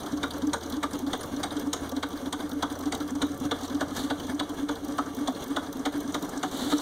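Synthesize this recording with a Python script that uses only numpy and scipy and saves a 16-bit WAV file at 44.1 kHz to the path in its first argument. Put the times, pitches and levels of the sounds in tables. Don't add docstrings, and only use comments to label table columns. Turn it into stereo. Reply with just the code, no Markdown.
import sys
import numpy as np
from scipy import signal
from scipy.fft import rfft, irfft, next_fast_len
from scipy.io import wavfile

SR = 44100
rng = np.random.default_rng(int(sys.argv[2]) if len(sys.argv) > 2 else 0)


def put_to_file(sound):
    columns = np.atleast_2d(sound).T
    safe = np.clip(columns, -1, 1)
    whole_steps = np.round(safe * 32767)
    wavfile.write(sys.argv[1], SR, whole_steps.astype(np.int16))


def nominal_scale(level):
    x = np.asarray(level, float) / 20
    return 10 ** x


N = 300482

# frequency_hz, density_db (per Hz)
RUNNING_COLOUR = [(25, -8.5), (70, -12.5), (180, -15.5), (280, -3), (420, -13.5), (1200, -17), (1600, -20),
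                  (2300, -20.5), (3600, -21.5), (6000, -27), (9000, -27), (15000, -35)]
# cycles_per_turn, depth_db, angle_rad
RUB_BY_ANGLE = [
    (1, 0.5, 3),
    (3, 1, 0.69),
    (4, 0.94, 1.64),
]
# frequency_hz, density_db (per Hz)
WIND_COLOUR = [(20, 0), (45, -2), (70, -9), (200, -17), (500, -32), (15000, -70)]
# frequency_hz, density_db (per Hz)
HISS_COLOUR = [(600, -15), (1300, 7), (1900, -10), (2500, 0), (4000, -28), (8000, 2), (15000, -6)]
# time_s, pitch_hz, level_db
MOTOR_COURSE = [(0, 78, -54), (.23, 79, -44.5), (1.01, 79.5, -48), (3.5, 86.1, -48), (4.1, 87, -48.5),
                (5.35, 88, -55.5), (6.81, 80, -60)]
# full_weight_s, level_db, lean_in_s, lift_off_s
SCUFFS = [
    (3.654, -51, 0.033, 0.014),
    (3.977, -49, 0.022, 0.076),
    (6.58, -51.5, 0.097, 1),
]
# frequency_hz, density_db (per Hz)
SCUFF_COLOUR = [(300, -17), (1000, -18), (3500, -14.5), (7000, -15), (15000, -23.5)]
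# crest_s, level_db
FINGER_BUMPS = [(0.133, -20), (0.219, -26), (0.291, -28), (0.524, -20), (0.548, -29), (1.178, -30.0),
                (1.255, -20), (1.331, -30), (1.419, -24), (1.817, -20), (2.52, -30), (3.355, -21),
                (3.404, -16), (3.432, -25), (3.456, -14), (3.497, -23), (3.525, -22), (3.553, -32),
                (3.88, -24), (5.993, -30), (6.295, -30)]
# frequency_hz, level_db, t60_s
BODY_MODES = [(193, -2, 0.13), (381, -4, 0.21), (451, 1.5, 0.1), (552.4, -5.5, 0.51), (721, -6, 0.079),
              (1164, -4, 0.17), (1334, -8, 0.047), (3760, -17, 0.014), (5850, -6.5, 0.015),
              (8500, -10, 0.0073)]
# crest_turn_share, pitch_hz, upward_scoop (0-1)
PUSHES = [
    (0.075, 286.6, 0.13),
    (0.691, 267, 0.59),
    (0.825, 287, 0.13),
]
# recoil_db, lead_in_db, main_db
PUSH_LEVELS = [(-68, -21.5, -29), (-25.5, -19.5, -18), (-28, -23.5, -23), (-27.5, -22, -20.5),
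               (-27.5, -24.5, -24), (-30, -26, -20), (-31, -26, -23), (-24.5, -28.5, -26.5),
               (-26.5, -25, -23.5), (-26, -31, -20), (-26.5, -23.5, -21.5), (-18, -24, -21.5),
               (-25, -24.5, -19.5), (-22, -28, -21), (-20.5, -27, -22), (-23, -29.5, -20.5),
               (-23, -26, -27), (-23, -25.5, -22), (-20.5, -32, -21), (-23, -29, -22), (-19, -26, -22.5),
               (-25, -32, -24), (-24.5, -24.5, -23.5), (-15, -60, -60)]
# crest_s, level_db
ROCKS = [(0.063, -30.5), (0.361, -28), (0.657, -29), (.689, -30), (0.949, -26), (1.271, -36), (1.524, -30),
         (1.572, -23.5), (1.826, -27.5), (2.146, -26), (2.446, -24.5), (2.723, -24.5), (3.015, -26),
         (3.048, -29), (3.314, -27.5), (3.354, -32), (3.641, -24.5), (3.925, -25), (4.259, -26),
         (4.508, -27), (4.838, -26), (5.08, -32), (5.112, -29), (5.337, -41), (5.693, -28.5),
         (5.952, -25.5), (5.983, -25.5), (6.24, -25.5), (6.55, -25.5), (6.593, -32.5)]
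# start_s, level_db
ROD_PINGS = [(0.0084, -58), (0.3097, -57), (0.6095, -71), (0.9103, -57), (1.21, -49.5), (1.511, -59),
             (1.8078, -62), (2.106, -72), (2.4034, -63), (2.703, -59)]
# start_s, snap_db, pin_rattle_db, snap_centre_hz, top_edge_db
EARLY_TICKS = [(0.0335, -41.5, 6, 5880, -12), (0.0623, -32, -2, 8900, -14), (0.1224, -32, -14, 5860, -26),
               (0.1748, -35.5, 2.5, 5700, -21), (0.2805, -45, -9, 6620, -3), (0.3077, -33, -0.5, 9650, -14),
               (0.3374, -36, 2, 5990, -16), (0.383, -39, -1, 6180, -5), (0.4214, -31.5, -4, 5600, -20),
               (0.472, -32, -2.5, 6170, -17), (0.5831, -48, -10, 6480, -5), (0.609, -40, 3, 4730, -14),
               (0.634, -32.5, -2, 5990, -17), (0.701, -32, -9, 6190, -7), (0.7245, -30.5, -1, 7400, -16),
               (0.7677, -35.5, 2, 5960, -22), (0.9093, -37, -3.5, 9650, -14),
               (0.9342, -25.5, -13, 5820, -20), (0.9914, -31, -10, 6730, -11), (1.0223, -45, -17, 5820, -24),
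               (1.0665, -38, -1, 5570, -15), (1.1117, -50, -2, 6740, -6), (1.1762, -48, -14, 6050, 2),
               (1.1956, -48, -12, 5990, -16), (1.2084, -31.5, 0.5, 9650, -18), (1.2338, -26, -10, 7970, -19),
               (1.261, -40, -9, 8580, -7), (1.2744, -47, -16, 6440, -6), (1.319, -54, -19, 5830, -13),
               (1.3653, -31.5, -4.5, 5730, -25), (1.4107, -49, -10, 6600, -18), (1.482, -48, -8, 6540, -7),
               (1.508, -39.5, 0.5, 9570, -20), (1.5344, -50, -8, 5730, -19), (1.5687, -29, -6.5, 6760, -28),
               (1.5968, -30.5, -6.5, 5660, -10), (1.672, -34.5, -8, 6050, -19),
               (1.8332, -39, -16, 5910, -23), (1.8941, -36, -3, 5810, -4), (1.918, -31, -0.5, 5750, -18)]
# start_s, snap_db, pin_rattle_db, snap_centre_hz, top_edge_db
MIDDLE_TICKS = [(1.9659, -29.5, -6, 6130, -22), (2.0083, -49, -13, 7070, -12), (2.0892, -44, -7, 5880, -3),
                (2.1301, -40, -1, 5800, -11), (2.175, -40.5, -2, 6430, -7), (2.2164, -40, -3, 5930, -15),
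                (2.4029, -40.5, 3.5, 9660, -17), (2.4952, -35, -8.5, 5750, -7),
                (2.5333, -39.5, -3.5, 6030, -7), (2.7007, -39, 2, 9640, -12), (2.7262, -31, -23, 7360, -16),
                (2.7556, -39, 4.5, 8690, -15), (2.791, -35, -13, 5760, -7), (2.81, -34.5, -6, 6030, -14),
                (2.8264, -39.5, -0.5, 8030, -12), (2.8585, -30.5, -9.5, 6140, -23),
                (2.9502, -25.5, -8, 8500, -18), (2.9776, -43, 4, 5870, -5), (3.004, -34.5, -1, 5810, -15),
                (3.0789, -35, -7, 5960, -11), (3.107, -31, -14, 6180, -20), (3.1547, -30, -11.5, 6170, -22),
                (3.269, -40, -2, 5280, -7), (3.2928, -42, -1.5, 4750, -15), (3.3189, -34, -13, 5720, -19),
                (3.3467, -36, -27, 8690, -15), (3.377, -39, -19, 7130, -6), (3.4017, -32, -16, 6150, -15),
                (3.4407, -39, -4, 5720, -13), (3.4531, -28.5, -8.5, 6250, -20), (3.5654, -44, -2, 5670, -8),
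                (3.6127, -33.5, -5, 5480, -16), (3.6356, -30, -13, 5380, -21), (3.6999, -38.5, 1.5, 5780, -14),
                (3.749, -31, -6.5, 5900, -22), (3.8831, -35.5, 0, 9050, -17), (3.908, -37, -4, 6660, -17),
                (3.9509, -38, -9, 6600, -14), (3.9664, -25.5, -20, 6170, -15), (4.2003, -37, -0.5, 9630, -9)]
# start_s, snap_db, pin_rattle_db, snap_centre_hz, top_edge_db
LATE_TICKS = [(4.2695, -34, -8, 6630, -16), (4.349, -34, -12, 6200, -20), (4.4947, -32, -6, 8730, -16),
              (4.5461, -44, -19, 5800, -8), (4.5774, -51, -22, 5430, -13), (4.63, -45, -16, 6230, -18),
              (4.7558, -38, -1, 8260, -10), (4.8487, -34, -4, 4900, -9), (4.884, -32.5, -15, 6490, -15),
              (4.9233, -31.5, -10, 5980, -23), (5.0605, -38, -1, 7960, -18), (5.15, -33, -20, 4700, -8.5),
              (5.1684, -39, 0, 8830, -8), (5.191, -39, -17, 5470, -10), (5.3233, -41, -6, 5700, -9),
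              (5.3492, -44, 4, 5500, -15), (5.408, -40, -16, 8500, -11), (5.4416, -32.5, -12, 5800, -8),
              (5.4817, -35, -14, 5810, -11), (5.641, -43, -1, 4750, -19), (5.7287, -31, -10, 5700, -11),
              (5.7705, -38, -12, 5550, -9), (5.795, -34, -9, 6140, -22), (5.9254, -39, -5, 8450, -11),
              (5.9788, -37, -20, 5760, -9), (6.0062, -32.5, -22, 5670, -10), (6.032, -40, -15, 5910, -10),
              (6.079, -34, -8, 5820, -19), (6.125, -28, -21, 8700, -25), (6.193, -46, -15, 6060, -3),
              (6.226, -29.5, -10, 6500, -11), (6.2945, -27.5, -23, 8500, -16), (6.3644, -40, -13, 6070, -18),
              (6.378, -25, -19, 6060, -31), (6.5141, -33, -19, 5830, -13), (6.574, -36, -13, 5790, -6),
              (6.664, -46, -13, 6210, -16), (6.7725, -31, -7, 5850, -15), (6.7838, -22, -14, 5760, -27)]
# start_s, snap_db, pin_rattle_db, snap_centre_hz, top_edge_db
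EXTRA_TICKS = [(0.0034, -38.5, -1.5, 9660, -9), (0.07, -36.5, 0.5, 4560, -13), (0.132, -45, -4, 7530, -19),
               (0.4946, -49, 10, 5870, -10), (0.662, -39, 3, 5520, -17), (0.7396, -43, 4.5, 5760, -6),
               (1.075, -40, -1.5, 5600, -13), (1.3046, -53, -18, 5830, -7), (2.069, -50, -13, 5630, -5),
               (2.1056, -46, 0, 4700, -6), (2.1644, -45, 3, 6030, -11), (2.2592, -38, 1.5, 5660, -16),
               (2.379, -49, -18, 4690, -4), (2.428, -37, -9, 5880, -18), (2.5153, -35, -4, 5710, -14),
               (2.8993, -51, -20, 5860, -21), (3.5882, -36, -1.5, 4720, -18), (3.659, -47, -14, 6270, -18),
               (3.68, -32, -6, 5800, -20), (3.7698, -43, 4, 8770, -14), (4.0398, -36, -4, 6240, -25),
               (4.2337, -42, -3, 6450, -15), (5.213, -37, -24, 5640, -21), (5.5034, -36, -10, 6940, -15),
               (5.6635, -42, 1, 5500, -18), (6.2114, -40, -10, 5630, -11), (6.2497, -32, -19, 6420, -13)]
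# low_hz, high_hz
SNAP_BANDS = [
    (4800, 6300),
    (6800, 9000),
    (10500, 20000),
]
SNAP_RISE_S = [.003, .0028, .002]
# start_s, level_db, frame_ring_db, bright_ring_db, favoured_pitch_hz
KNOCKS = [(0.2323, -19.5, -3, -14.5, 1480), (0.534, -20, 0.5, -8, 680), (0.8319, -19, -3, -11.5, 1186),
          (1.1327, -21.5, 0, -12, 675), (1.4335, -19, -4.5, -10.5, 738), (1.732, -19, -8, -3, 1350),
          (2.0298, -20, -2, -14.5, 1440), (2.3277, -21.5, -3.5, -8.5, 1210), (2.6263, -18, -1, -11, 1240),
          (2.9233, -19.5, -7, -11, 740), (3.2196, -18, -6.5, -12, 1150), (3.5134, -18, -2.5, -15.5, 1182),
          (3.8091, -21.5, 1, -14, 740), (4.1029, -19, -2, -20, 880), (4.3968, -20.5, -3, -13.5, 1013),
          (4.6893, -25.5, 2.5, -10, 875), (4.9832, -22.5, -1, -12.5, 1220), (5.2761, -23, -0.5, -9.5, 740),
          (5.5652, -19, -2.5, -15, 1380), (5.8551, -20, -1, -10, 1155), (6.1446, -20.5, -3, -10, 1300),
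          (6.4318, -21, -0.5, -10.5, 745), (6.721, -19, -3.5, -16, 1300)]
# frequency_hz, level_db, t60_s
FRAME_MODES = [(460, -4, .04), (590, -3, .035), (740, -2, .035), (880, -3, .03), (1020, -5, .025),
               (1110, -5, .02), (1190, -3, .022), (1260, -5, .02), (1340, -3, .022), (1480, -3, .022),
               (1600, -7, .015), (1750, -8, .015)]
# frequency_hz, level_db, t60_s
PIN_MODES = [(2200, -4, .008), (2550, -2, .008), (2850, -2, .008), (3150, -2, .008), (3450, 0, .01),
             (3800, -1, .009), (4200, -4, .007), (4700, -3, .009)]
# frequency_hz, level_db, t60_s
BRIGHT_MODES = [(5400, -5, .008), (5900, -3, .008), (6500, -4, .01), (7100, 0, .007), (7900, -4, .007),
                (8550, 1, .009), (9500, -7, .005), (11500, -10, .004), (13500, -7, .004), (14700, -5, .004)]

T = np.arange(N) / SR
SIZE = next_fast_len(N + SR)
HZ = np.maximum(np.fft.rfftfreq(SIZE, 1 / SR), 1)
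PORT_S = .00039


def drift(rate_hz):
    r = np.exp(-80 * np.pi * rate_hz / SR)
    slow = signal.lfilter([1], [1, -2 * r, r * r], rng.standard_normal(N // 40 + 2002))[2000:]
    return np.interp(np.arange(N) / 40, np.arange(len(slow)), slow / slow.std())


def noise(colour, uneven_db=0, count=90):
    hz, db = np.transpose(colour)
    places = np.linspace(0, 1, count)
    bumps_db = np.interp(np.sqrt(HZ / HZ[-1]), places, uneven_db * rng.standard_normal(count))
    gain_db = np.interp(np.log(HZ), np.log(hz), db) + bumps_db * (HZ > 1500)
    x = irfft(rfft(rng.standard_normal(SIZE)) * nominal_scale(gain_db), SIZE)[:N]
    return x / x.std()


def ring(clicks, hz, t60):
    r, w = nominal_scale(-60 / (t60 * SR)), 2 * np.pi * hz / SR
    return signal.lfilter([0, np.sin(w)], [1, -2 * r * np.cos(w), r * r], clicks + 1e-18)


def at_ports(x, cosine):
    half = np.exp(1j * np.pi * HZ * PORT_S * cosine)
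    return irfft(rfft(x, SIZE) * np.array([half, half.conj()]), SIZE)[:, :N]


def all_round(make, count=6):
    cosines = (2 * np.arange(count) + 1) / count - 1
    return sum(at_ports(make(), c) for c in cosines) / np.sqrt(count)


def chatter(times, level_db, rise_s, fall_s, per_s):
    length = 1600
    t, out = T[:length], np.zeros(N + length)
    shape = (1 - np.exp(-t / rise_s)) ** 2 * np.exp(-t / fall_s)
    size = (len(times), length)
    contacts = shape * rng.standard_normal(size) * (rng.random(size) < per_s / SR)
    expected = np.sum(shape ** 2) * per_s / SR
    energy = np.sum(contacts ** 2, axis=1, keepdims=True) + 1e-9
    contacts = contacts * np.sqrt(expected / energy)
    for s, db, row in zip(np.maximum(times, 0), level_db, contacts):
        i = round(s * SR)
        out[i:i + length] += nominal_scale(db) * row
    return out[:N]


def struck(modes, times, level_db, rise_s, fall_s, per_s, spread_db):
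    luck = rng.standard_normal((len(times), len(modes)))
    out = 0
    for k, (hz, db, t60) in enumerate(modes):
        clicks = chatter(times, level_db + db + spread_db * luck[:, k], rise_s, fall_s, per_s)
        out = out + ring(clicks, hz, t60)
    return out


def swells(rows, crest_s):
    out, phase = np.zeros(N + SR), rng.uniform(0, 2 * np.pi, (len(rows), 1))
    u = T[:SR // 5] / crest_s
    envelope = (u * np.exp(1 - u)) ** 6.9
    for (s, db, hz, scoop), start in zip(rows, phase):
        warped_s = crest_s * (u + scoop * (np.exp(-u) + u / np.e))
        i = max(round((s - crest_s) * SR), 0)
        out[i:i + len(u)] += nominal_scale(db) * envelope * np.sin(2 * np.pi * hz * warped_s + start)
    return out[:N]


def turn_starts():
    s = np.array(KNOCKS)[:, 0]
    return np.r_[2 * s[0] - s[1], s, 2 * s[-1] - s[-2]]


def wind():
    return np.array([noise(WIND_COLOUR) * nominal_scale(db + 2 * drift(7.9)) for db in (-79, -74)])


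def motor_hum():
    s, hz, db = np.transpose(MOTOR_COURSE)
    hz, db = np.interp(T, s, hz), np.interp(T, s, db)
    return np.sqrt(2) * nominal_scale(db + drift(2)) * np.sin(2 * np.pi * np.cumsum(hz) / SR)


def running():
    starts = turn_starts()
    angle = 2 * np.pi * np.interp(T, starts, np.arange(len(starts)))
    rub_db = sum(db * np.cos(round(k) * angle - rad) for k, db, rad in RUB_BY_ANGLE)

    def one():
        return noise(RUNNING_COLOUR, uneven_db=5) * nominal_scale(5.06 * drift(16.0))
    return nominal_scale(-46 + rub_db) * all_round(one, count=5)


def scuffs():
    gate = sum(nominal_scale(db) * np.exp(-np.abs(T - s) / np.where(T < s, rise, fall))
               for s, db, rise, fall in SCUFFS)
    return nominal_scale(13) * gate * all_round(lambda: noise(SCUFF_COLOUR) * nominal_scale(3.4 * drift(33)), count=3)


def finger_bumps():
    rows = [(s, db - 16, 135, 0) for s, db in FINGER_BUMPS]
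    return swells(rows, crest_s=0.0068) * nominal_scale([[-30], [0]])


def body():
    def one():
        drive = rng.standard_normal(N) * nominal_scale(3.2 * drift(18.0))
        return sum(nominal_scale(db) * ring(drive, hz, t60) / np.sqrt(t60 * SR) for hz, db, t60 in BODY_MODES)
    return nominal_scale(-44.5) * all_round(one, count=3)


def table_thuds():
    share, hz, scoop = np.transpose(PUSHES)
    starts = turn_starts()
    times = starts[:-1, None] + np.diff(starts)[:, None] * share
    s, db = times[:len(PUSH_LEVELS)].ravel(), np.ravel(PUSH_LEVELS)
    pushes = np.c_[s, db, np.resize(hz, len(s)), np.resize(scoop, len(s))]
    rocks = [(s, db, 286, 0.13) for s, db in ROCKS]
    rows = np.r_[pushes, rocks]
    waver_hz, sag_hz_per_s = 5.6, 1.37
    rows[:, 2] += waver_hz * rng.standard_normal(len(rows)) - sag_hz_per_s * rows[:, 0]
    return swells(rows, crest_s=.029)


def rod_pings():
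    s, db = np.transpose(ROD_PINGS)
    taps = np.zeros(N)
    taps[np.round(s * SR).astype(int)] = nominal_scale(db + 19)
    return ring(taps, 9652, t60=0.055)


def loose_play(count=6):
    when, force, pitch = rng.random((count, 3)).T
    edge_db = -8 + 9.0 * pitch
    return np.c_[when * N / SR, -48 + 5.0 * force, -8 + 6.0 * force, 5000 + 4000 * pitch, edge_db]


def link_ticks(side, count=3):
    s, db, pin_db, hz, top_db = np.r_[EARLY_TICKS, MIDDLE_TICKS, LATE_TICKS, EXTRA_TICKS, loose_play()].T
    band, rise_s = SNAP_BANDS[side], SNAP_RISE_S[side]
    share_db = -9 * (np.log(hz / np.sqrt(np.prod(band))) / 0.6) ** 2
    if side == count - 1:
        share_db = top_db + 4.5
    snap = chatter(s - 1.5 * rise_s, db + share_db + 14.5, rise_s=rise_s, fall_s=0.0033, per_s=5100)
    snap = signal.sosfilt(signal.butter(3, band, "band", fs=SR, output="sos"), snap)
    s, db = s[side::count], (db + pin_db)[side::count]
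    pin = struck(PIN_MODES[3:] + BRIGHT_MODES[:3], s - .003, db - 14.0,
                 rise_s=0.0021, fall_s=0.0051, per_s=2400, spread_db=4.0)
    frame = struck(FRAME_MODES, s, db - 28.5, rise_s=0.0032, fall_s=0.0081, per_s=3000, spread_db=-6.5)
    return snap + pin + frame


def crank_knocks():
    s, db, frame_db, bright_db, favour_hz = np.transpose(KNOCKS)
    pin = struck(PIN_MODES, s - .005, db - 3.0, rise_s=0.0061, fall_s=0.0049, per_s=4400, spread_db=3.0)
    bright = struck(BRIGHT_MODES, s - .004, db + bright_db + 6.5,
                    rise_s=0.0044, fall_s=0.0044, per_s=5400, spread_db=1.5)
    frame = 0
    for mode in FRAME_MODES:
        lift_db = 6 * np.exp(-(np.log(mode[0] / favour_hz) / .09) ** 2)
        frame = frame + struck([mode], s - .001, db + frame_db - 17.5 + lift_db,
                               rise_s=0.0039, fall_s=0.0077, per_s=6000, spread_db=2.5)
    return pin + frame, bright


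def garage(x):
    t, t60_s = T[:SR // 2], 0.28
    fade = nominal_scale(-60 * t / t60_s) * np.clip(t / 0.0051, 0, 1)
    dull = signal.butter(1, 5000, fs=SR)

    def echo():
        response = signal.lfilter(*dull, rng.standard_normal(len(t)) * fade)
        return signal.fftconvolve(x, response)[:N]
    return all_round(echo, count=5) / np.sqrt(np.sum(fade ** 2))


def scene():
    background = running() + body() + scuffs() + wind() + finger_bumps()
    table = nominal_scale(-9.0) * table_thuds()
    links = [link_ticks(side) for side in range(3)]
    low, bright = crank_knocks()
    bright = bright + rod_pings()
    near = nominal_scale(0.5) * (at_ports(low, 0.13) + at_ports(bright, 0.068))
    near += at_ports(table, -0.23) + at_ports(nominal_scale(-7.0) * motor_hum(), -0.92)
    near += nominal_scale(12.0) * sum(at_ports(x, c) for x, c in zip(links, (-.35, .12, .55)))
    room = garage(nominal_scale(-6.5) * (low + bright + sum(links)) + nominal_scale(-8.5) * table)
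    return near + room + background


def top_cut(x):
    return signal.sosfilt(signal.butter(12, 16470, fs=SR, output="sos"), x)


def record(dry):
    front, back = rfft(dry, SIZE)
    back = back * nominal_scale(-18 / (1 + (8500 / HZ) ** 3.0))
    treble_share = 0.033
    reach = treble_share + (1 - treble_share) / (1 + (HZ / 4800) ** 5)
    late = .99 * np.exp(-2j * np.pi * HZ * PORT_S) * reach
    bass_lift = (800 + 1j * HZ) / (60 + 1j * HZ)
    left, right = front - late * back, nominal_scale(1.2) * (back - late * front)
    beams = irfft(np.array([left, right]) * bass_lift, SIZE)[:, :N]
    beams += np.array([nominal_scale(db) * noise(HISS_COLOUR) for db in (-60, -59)])
    beams = signal.sosfilt(signal.cheby2(12, 45, 16250, fs=SR, output="sos"), beams)
    return top_cut(beams)


dry = scene()
out = record(dry)
put_to_file(out)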